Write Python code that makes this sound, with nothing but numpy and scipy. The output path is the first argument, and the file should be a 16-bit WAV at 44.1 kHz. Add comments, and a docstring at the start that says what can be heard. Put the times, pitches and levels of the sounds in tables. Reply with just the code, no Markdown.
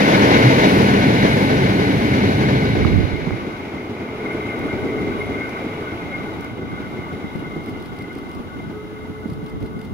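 """Beside a railway line, the last steel carriages of a steam train roll past close to the microphone.
Rough wheels shake the underframes and bodies, and the wake buffets the microphone. Then the rails
sing on and flanges squeak while the train rumbles away and a light breeze thumps. A still camera
nearby fires bursts of shutter clicks, and the far locomotive blows one blast of its steam whistle."""
import sys
import numpy as np
from scipy import signal
from scipy.fft import rfft, irfft, next_fast_len
from scipy.io import wavfile
from scipy.ndimage import uniform_filter1d, map_coordinates

SR = 44100
rng = np.random.default_rng(int(sys.argv[2]) if len(sys.argv) > 2 else 0)


def generate_wav(sig):
    """Save sig (samples, or channels by samples) to the path in sys.argv[1] as 16-bit PCM at SR."""
    pcm = np.round(np.clip(np.atleast_2d(sig).T, -1, 1) * 32767).astype(np.int16)
    wavfile.write(sys.argv[1], SR, pcm)


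N = 437913
TIME = np.arange(N) / SR
SIZE = next_fast_len(N, True)
FREQ = np.maximum(np.arange(SIZE // 2 + 1) * SR / SIZE, 1)
SIDES = np.array([[.5], [-.5]])  # splits a left-minus-right level between the microphone's two ports

SURGE_S, RECEDE_S = 4.04, 5.52  # going away, the train surges, holds, then fades with distance
WHEEL_SWELL = dict(s=0.24, half_s=0.94)  # the nearest carriage goes by
LULL = dict(s=6.6, half_s=0.11)  # the sound from down the line dips briefly
LULL_DB = -4


def undb(db):
    """Decibels to gain."""
    return 10 ** (np.asarray(db) / 20)


def unit(x):
    """Scale to rms 1."""
    return x / np.sqrt(np.mean(x ** 2))


def colour(points):
    """An EQ curve through (Hz, dB) points."""
    hz, db = np.transpose(points)
    return undb(np.interp(np.log(FREQ), np.log(hz), db))


def resonances(modes):
    """An EQ curve of steep-skirted peaks, each (Hz, half width in Hz, dB)."""
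    return sum(undb(db) / (1 + ((FREQ - hz) / width) ** 2) for hz, width, db in modes)


def filtered(x, gain):
    """Apply an EQ curve."""
    return irfft(rfft(x, SIZE) * gain, SIZE)[..., :N]


def bell(s, half_s, order=2):
    """A swell from 0 to 1 and back around s; a higher order has a flatter top."""
    return np.exp(-np.abs((TIME - s) / half_s) ** order)


def ramp(s, length_s):
    """A straight rise from 0 to 1 that starts at s."""
    return np.clip((TIME - s) / length_s, 0, 1)


def swells(rows):
    """Level in dB from a few swells."""
    return sum(db * bell(s, half_s) for s, half_s, db in rows)


def walk(rate):
    """A random wobble of rms 1 that glides to a new value rate times a second."""
    hold = max(int(SR / rate), 1)
    steps = np.repeat(rng.standard_normal(N // hold + 2), hold)
    return unit(uniform_filter1d(steps, hold)[hold // 2:hold // 2 + N])


def ports(drive, gain, lag_ms, diffuse_hz, shade=0, spread=0):
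    """Noise of strength drive rings a body and reaches two ports: left late, treble from all sides."""
    # The housing shades the ports. Each row: frequency in Hz, left minus right in dB at shade 1.
    housing = [(150, -0.5), (1900, 2), (7500, 1.5), (9000, -6.5), (12000, -0.5), (15000, 0)]
    noise = rfft(rng.standard_normal((3, N)) * drive, SIZE)
    share = (1 - np.clip(spread, 0, 1)) / (1 + (FREQ / diffuse_hz) ** 2)
    late = np.exp(-2j * np.pi * FREQ * lag_ms / 1000)
    direct = np.array([noise[0] * late, noise[0]]) * np.sqrt(share)
    diffuse = noise[1:] * np.sqrt(1 - share)
    shading = colour(housing) ** (shade * SIDES)
    return unit(irfft((direct + diffuse) * gain * shading, SIZE)[:, :N])


def blows(times, sizes, rise_s, decay_s, hz=0):
    """Hits that swell and die away; with hz they also swing."""
    t = np.arange(SR // 4) / SR
    shape = (1 - np.exp(-t / rise_s)) * np.exp(-t / decay_s) * np.cos(2 * np.pi * hz * t)
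    out = np.zeros(N + len(t))
    for s, size in zip(times, sizes):
        i = int(np.clip(s * SR, 0, N - 1))
        out[i:i + len(t)] += size * shape / np.abs(shape).max()
    return out[:N]


def jolts(rate, scatter_db, decay_s):
    """Wheels bump over the sleepers, loosely in step and never equally hard."""
    timing, force = rng.standard_normal((300, 2)).T
    times = (np.arange(len(timing)) + 0.321 * timing) / rate
    return unit(blows(times, undb(scatter_db * force), 0.0025, decay_s))


def ringing(events):
    """Each event brings out one resonance as an almost pure tone that swells and dies."""
    waver = 0.3 * walk(40)
    return sum(undb(db) * bell(s, half_s) * np.sin(2 * np.pi * hz * TIME + waver)
               for s, db, hz, half_s in events)


def passing(db, fade_s, db_per_s, knee_s=0.17):
    """Gain alongside the train, easing into a fast fade once the last carriage has gone."""
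    return undb(db - db_per_s * knee_s * np.logaddexp(0, (TIME - fade_s) / knee_s))


def leaving(db, surge_db, db_per_s):
    """Level in dB going away: a surge up to db, a hold, then a steady fade with distance."""
    return db - surge_db * (1 - ramp(SURGE_S, 0.23)) - db_per_s * np.maximum(TIME - RECEDE_S, 0)


def hiss():
    """A bed of airy hiss that remains once the carriages have gone, drifting a little in level."""
    # The tone of the hiss. Each row: frequency in Hz, level in dB.
    air = [(2000, 2), (7000, -1), (8000, -7.5), (10000, 1.5), (15500, -5)]
    drift_db = 0.5 * walk(5) + 0.5 * walk(16)
    level_db = leaving(-57, surge_db=3.5, db_per_s=0.96) + drift_db + LULL_DB * bell(**LULL)
    return ports(1, colour(air), lag_ms=0.14, diffuse_hz=3000, shade=1) * undb(level_db)


def whistle(start_s=8.68, end_s=9.89, edge_s=0.047, warm_hz=435, flat_hz=15, warm_s=0.355):
    """A far steam whistle climbs in pitch and dulls as it warms; the air makes it waver."""
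    # A stopped pipe favours odd partials. Each row: multiple of the pitch, relative level in dB.
    partials = [(2, -27), (3, -15.5), (4, -28)]
    age = np.maximum(TIME - start_s, 0)
    hz = warm_hz - flat_hz * np.exp(-age / warm_s)
    valve = ramp(start_s, edge_s) - ramp(end_s - edge_s, edge_s)
    phase = 2 * np.pi * np.cumsum(hz * (1 + 0.0019 * walk(30))) / SR
    overtones = sum(undb(db + 4 * walk(18)) * np.sin(k * phase) for k, db in partials)
    tone = np.sqrt(2) * (np.sin(phase) + undb(2 - 10 * age) * overtones)
    return tone * valve * undb(-37 - 3.5 * age + 0.95 * walk(19))


def ticks():
    """Tiny, dry ticks close to the microphone, with a bright top and a little body."""
    # The ticks. Each row: start in seconds, relative level in dB.
    cues = [(4.59, -43), (5.492, -44), (6.408, -45), (6.444, -43.5)]
    s, db = np.transpose(cues)
    crack = ports(1, resonances([(5000, 1200, 0), (12000, 3500, -2)]), lag_ms=0.037, diffuse_hz=7000)
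    return crack * blows(s, undb(db + 0.5), rise_s=0.0005, decay_s=0.0035)


def shutter(frame_s=0.1636, lead_s=0.024, return_s=0.0337):
    """For each picture the mirror lifts, the shutter snaps, and the mirror drops as the motor winds."""
    # Presses of the button. Each row: first snap in seconds, number of pictures, relative level in dB.
    bursts = [(7.3587, 1, -40), (7.66, 5, -36.5), (9.299, 3, -38.5), (9.8136, 1, -36.5)]
    # The tone of the click. Each row: frequency in Hz, level in dB.
    click_eq = [(1500, 3), (3500, 1.5), (5000, 3), (6500, -13), (9500, -3.5), (12000, -7), (14500, -4),
                (16000, -17)]
    s, db = np.transpose([(first + k * frame_s, db) for first, count, db in bursts for k in range(count)])
    lift = blows(s - lead_s, undb(db - 7.5), rise_s=0.002, decay_s=0.005)
    snap = blows(s, undb(db), rise_s=0.0005, decay_s=0.0029)
    drop = blows(s + return_s, undb(db - 6.5), rise_s=0.001, decay_s=0.004)
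    motor = blows(s + 0.012, undb(db - 13.5), rise_s=0.02, decay_s=0.02)
    click = ports(1, colour(click_eq), lag_ms=0.033, diffuse_hz=7200, shade=0.25)
    return click * (lift + snap + drop + motor) * undb(-5)


def knocks(left_db=-10):
    """Two short, dry knocks in the wake, mostly on the right."""
    # Knocks on the right port. Each row: start in seconds, level in dB.
    cues = [(2.848, -13), (3.307, -21)]
    s, db = np.transpose(cues)
    crack = unit(filtered(rng.standard_normal(N), resonances([(700, 600, 0)])))
    return crack * blows(s, undb(db), rise_s=0.00039, decay_s=0.0018) * undb([[left_db], [0]])


def gust(s, hold_s, db, pan_db, rise_db_per_s=132, fall_db_per_s=70):
    """One gust's level in dB at each port: quick attack, hold, slower release."""
    early, late = np.maximum(s - TIME, 0), np.maximum(TIME - s - hold_s, 0)
    return db - rise_db_per_s * early - fall_db_per_s * late + pan_db * SIDES


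def wind():
    """The last carriage's wake strikes mostly the right port; later a light breeze thumps on both."""
    # Gusts. Each row: full strength at seconds, hold in seconds, strength in dB, left minus right in dB.
    gusts = [(2.778, 0.23, -22, -8), (3.1, 0.2, -29.5, -10), (4.65, 0.68, -34, 3.5),
             (6.016, 3.7, -35.5, -0.5), (9.233, 1.1, -33, 0.5)]
    # The hardest eddies. Each row: start in seconds, strength in dB, pitch in Hz, flutter decay in seconds.
    thuds = [(2.85, -9, 120, 0.0065), (2.926, -12, 114, 0.0087), (2.987, -8, 142, 0.0051),
             (3.271, -12.5, 165, 0.017), (7.242, -17.5, 222, 0.024), (7.353, -15, 173, 0.023),
             (7.424, -16, 308, 0.0059), (7.562, -15, 306, 0.028), (8.393, -15.5, 226, .013),
             (8.677, -18.5, 191, 0.0065), (8.93, -23, 300, .012), (9.256, -15, 215, 0.0069),
             (9.32, -16, 145, .007), (9.427, -20.5, 200, 0.034)]
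    # The tone of ordinary eddies and of big, deep ones. Each row: frequency in Hz, level in dB.
    thump_eq = [(30, -26), (80, -5), (170, 3.5), (280, 2), (400, -5), (550, -17.5), (4000, -65)]
    deep_eq = [(20, -19), (55, 9.5), (100, 10), (200, -17), (2000, -78)]
    gust_db = np.max([gust(*row) for row in gusts], axis=0)
    turbulence = rng.standard_normal((2, N)) * undb(3.4 * walk(30))
    eddies = unit(filtered(turbulence, colour(thump_eq))) * undb(gust_db + 0.5)
    # only a hard gust brings big, deep eddies
    deep = unit(filtered(turbulence, colour(deep_eq))) * undb(1.67 * gust_db + 14.5)
    # a strong eddy is a sudden push of pressure that swings back, then flutters out
    push, tails = np.zeros((2, 2, N))
    for s, db, hz, flutter_s in thuds:
        pan_db = np.interp(s, TIME, gust_db[0] - gust_db[1])  # from the same side as its gust
        size = undb(db + pan_db * SIDES)
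        push += size * blows([s], [1], rise_s=0.00094, decay_s=0.0047, hz=hz)
        tails += size * blows([s], [1], rise_s=0.0024, decay_s=flutter_s)
    flutter = ports(1, colour(thump_eq), lag_ms=0.03, diffuse_hz=2500, spread=0.8) * tails
    return eddies + deep + undb(-3) * push + undb(-10) * flutter


def squeaks(pan_db=3):
    """Brief rubs of a wheel flange make the rail ping."""
    # Flange rubs. Each row: loudest moment in seconds, level in dB, pitch in Hz, half length in seconds.
    rubs = [(4.435, -30, 2075, .025), (4.525, -30, 2085, 0.029), (4.715, -31, 2105, .022),
            (5.217, -23.5, 2130, 0.009), (5.415, -25.5, 2148, 0.011), (6.15, -25, 2148, 0.021),
            (7.6, -40, 2125, 0.041)]
    return ringing(rubs) * undb(pan_db * SIDES)


def singing_rails(level_db=-37, sag=0.013):
    """The rails' modes shimmer and flare at each bump; the low ones carry furthest."""
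    # The rails' main modes, and weak upper ones that crowd into a sizzle.
    # Each row: pitch in Hz, half width in Hz, relative level in dB.
    modes = [(1153, 24, -2.5), (1277, 51, -9), (1492, 41, -2.5), (2097, 57, -3), (2145, 22, -6.5),
             (10500, 600, -28)]
    sizzle_modes = [(2890, 30, 7), (3360, 55, 2.5), (3790, 81, 2)]
    change_db = leaving(0, surge_db=6.7, db_per_s=3.14) + 7 * bell(**WHEEL_SWELL)
    sizzle = ports(undb(2 * walk(120)), resonances(sizzle_modes), lag_ms=0.45, diffuse_hz=4200)
    rails = sizzle * undb(level_db - 13 + 0.75 * change_db)
    for hz, width, db in modes:
        bump = jolts(rate=7.2, scatter_db=2, decay_s=0.04)
        drive = undb(2 * walk(45)) * (1 + 0.4 * bump)
        mode = ports(drive, resonances([(hz, width, 0)]), lag_ms=0.46, diffuse_hz=4900)
        height = min(hz / 2200, 1)
        rails += mode * undb(level_db + db + change_db * np.sqrt(height))
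    # the ringing sinks in pitch as the train draws away
    position = np.cumsum(1 - sag * ramp(6.1, 1.6))
    sagging = np.array([map_coordinates(side, [position], order=3, mode="mirror") for side in rails])
    return sagging * undb(2 * SIDES)


def receding_train():
    """The rails carry the wheels' ringing back; rumble and rolling noise come through the air."""
    # The tone of the far rumble and of the far rolling. Each row: frequency in Hz, level in dB.
    rumble_eq = [(20, -24), (50, -26), (80, -1.5), (150, -3), (290, 2.5), (420, -1.5), (520, -13),
                 (900, -60)]
    roll_eq = [(350, -3), (560, 2), (860, 2.5), (1000, -3), (1280, -3), (1750, -10), (3000, -12),
               (6500, -27.5), (8000, -36.5)]
    bump = jolts(rate=7.2, scatter_db=3, decay_s=0.021)
    judder = 1 + 0.11 * bump
    crest_db = 2.9 * bell(4.9, 0.37)
    throb_db = 2 * walk(14) * ramp(RECEDE_S, 2.7)  # further away, the rumble comes more in beats
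    rumble = ports(1 + 0.37 * bump, colour(rumble_eq), lag_ms=0.04, diffuse_hz=3000, spread=0.11)
    rumble *= undb(leaving(-28, surge_db=1.9, db_per_s=2.9) + crest_db + throb_db)
    roll = ports(judder, colour(roll_eq), lag_ms=0.12, diffuse_hz=2340, shade=0.71, spread=0.049)
    roll *= undb(leaving(-34, surge_db=2.9, db_per_s=2.56))
    # the broad ringing of the wheels fades sooner than that of the rails
    flicker = undb(1.4 * walk(28))
    wheels = ports(flicker, resonances([(2170, 244, 4)]), lag_ms=0.45, diffuse_hz=3300, shade=0.54)
    wheels *= undb(leaving(-39, surge_db=3.4, db_per_s=6.6))
    # the hollow drone of the carriage bodies is lost before the deeper rumble
    drone = ports(judder, resonances([(420, 41, -0.5), (620, 86, -12.5)]), lag_ms=0.054, diffuse_hz=3000)
    drone *= undb(leaving(-33, surge_db=6.2, db_per_s=8.5) + crest_db)
    return rumble + drone + (roll + singing_rails() + wheels) * undb(LULL_DB * bell(**LULL))


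def carriages(lag_ms=0.39):
    """Rough wheels shake the underframes and steel bodies, and ring in their own modes."""
    # The tone of underframes, bodies, wheels and steel-on-steel hiss.
    # Each row: frequency in Hz, level in dB.
    underframe_eq = [(20, -52), (50, -5), (80, -1.5), (130, 9.5), (160, 0.5), (250, -61)]
    body_eq = [(90, -31), (150, -1.5), (300, 0), (430, -6), (550, -21), (950, -21), (3000, -54)]
    wheel_eq = [(300, -8), (450, 12.5), (750, 7.5), (950, 6), (1250, -2), (1700, 2.5), (2400, -2),
                (6300, -17), (7200, -25.5), (8000, -46), (15500, -55)]
    grit_eq = [(5000, -0.5), (8000, -7), (9300, -1), (12500, -2.5), (15500, -13)]
    # Resonances of the bodies and the wheels. Each row: pitch in Hz, half width in Hz, level in dB.
    body_modes = [(201, 16.4, 0.5), (275, 14.4, -5), (427, 25, -8)]
    wheel_modes = [(1515, 31, 5.5), (2142, 163, 2.5), (2900, 98, -9.5), (3400, 42, -11.5),
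                   (3800, 135, -8.5), (4200, 86, -10.5), (4860, 110, -17)]
    # A rough wheel scours the rail; the wheels' hiss flares.
    # Each row: loudest moment in seconds, half length in seconds, boost in dB.
    scours = [(0.15, 0.012, 7), (0.355, 0.04, 5), (1.3, 0.093, 4)]
    flares = [(0.74, .13, 2.3), (1.34, 0.18, 2.5)]
    # A passing panel or underframe booms.
    # Each row: loudest moment in seconds, peak level in dB, pitch in Hz, half length in seconds.
    booms = [(0.47, -6, 125.6, .028), (0.84, -15.5, 197, 0.18), (1.06, -11.5, 263, 0.034)]
    wheel_swell, body_swell = bell(**WHEEL_SWELL), bell(0.37, 0.63, order=4)
    tail_swell = bell(2.35, 0.34)  # the tail of the train goes by
    bump = jolts(rate=15.7, scatter_db=3.5, decay_s=0.029)
    build_db = -15 * (1 - ramp(0, 0.27))  # the underframes build up late
    bass = ports(1, colour(underframe_eq), lag_ms, diffuse_hz=900)
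    bass *= passing(-22 + 2.5 * tail_swell + build_db, fade_s=3, db_per_s=43)
    body_tone = colour(body_eq) + resonances(body_modes)
    body = ports(1 + 0.13 * bump, body_tone, lag_ms, diffuse_hz=4100, shade=0.74)
    body *= passing(-17.5 + 3.5 * body_swell, fade_s=3, db_per_s=78)
    grind = ports(1 + 0.32 * bump, colour(wheel_eq), lag_ms, diffuse_hz=2030, shade=1.8)
    grind *= passing(-24 + 8.5 * wheel_swell, fade_s=2.5, db_per_s=14.5)
    ring = ports(undb(1.45 * walk(21.87)), resonances(wheel_modes), lag_ms, diffuse_hz=3200, shade=1)
    ring *= passing(-28 + 4.5 * wheel_swell, fade_s=3, db_per_s=39)
    grit = ports(1, colour(grit_eq), lag_ms, diffuse_hz=2400, shade=1.8)
    grit *= passing(-46 + 6 * wheel_swell + swells(flares), fade_s=2.5, db_per_s=17)
    scour = undb(swells(scours))
    wheels = (scour * ring + scour ** 0.22 * grind) * undb(1.1 * tail_swell)
    return bass + ringing(booms) + body + wheels + grit


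def scene():
    """The stereo mix beside the open track."""
    train = carriages() + receding_train() + squeaks()
    return train + wind() + hiss() + shutter() + ticks() + whistle() + knocks()


def record(dry):
    """The recorder clips at full scale and cuts the top above 15.7 kHz."""
    high_cut = signal.ellip(10, 0.2, 80, 15700, fs=SR, output="sos")
    return signal.sosfilt(high_cut, np.clip(dry, -1, 1))


dry = scene()
out = record(dry)
generate_wav(out)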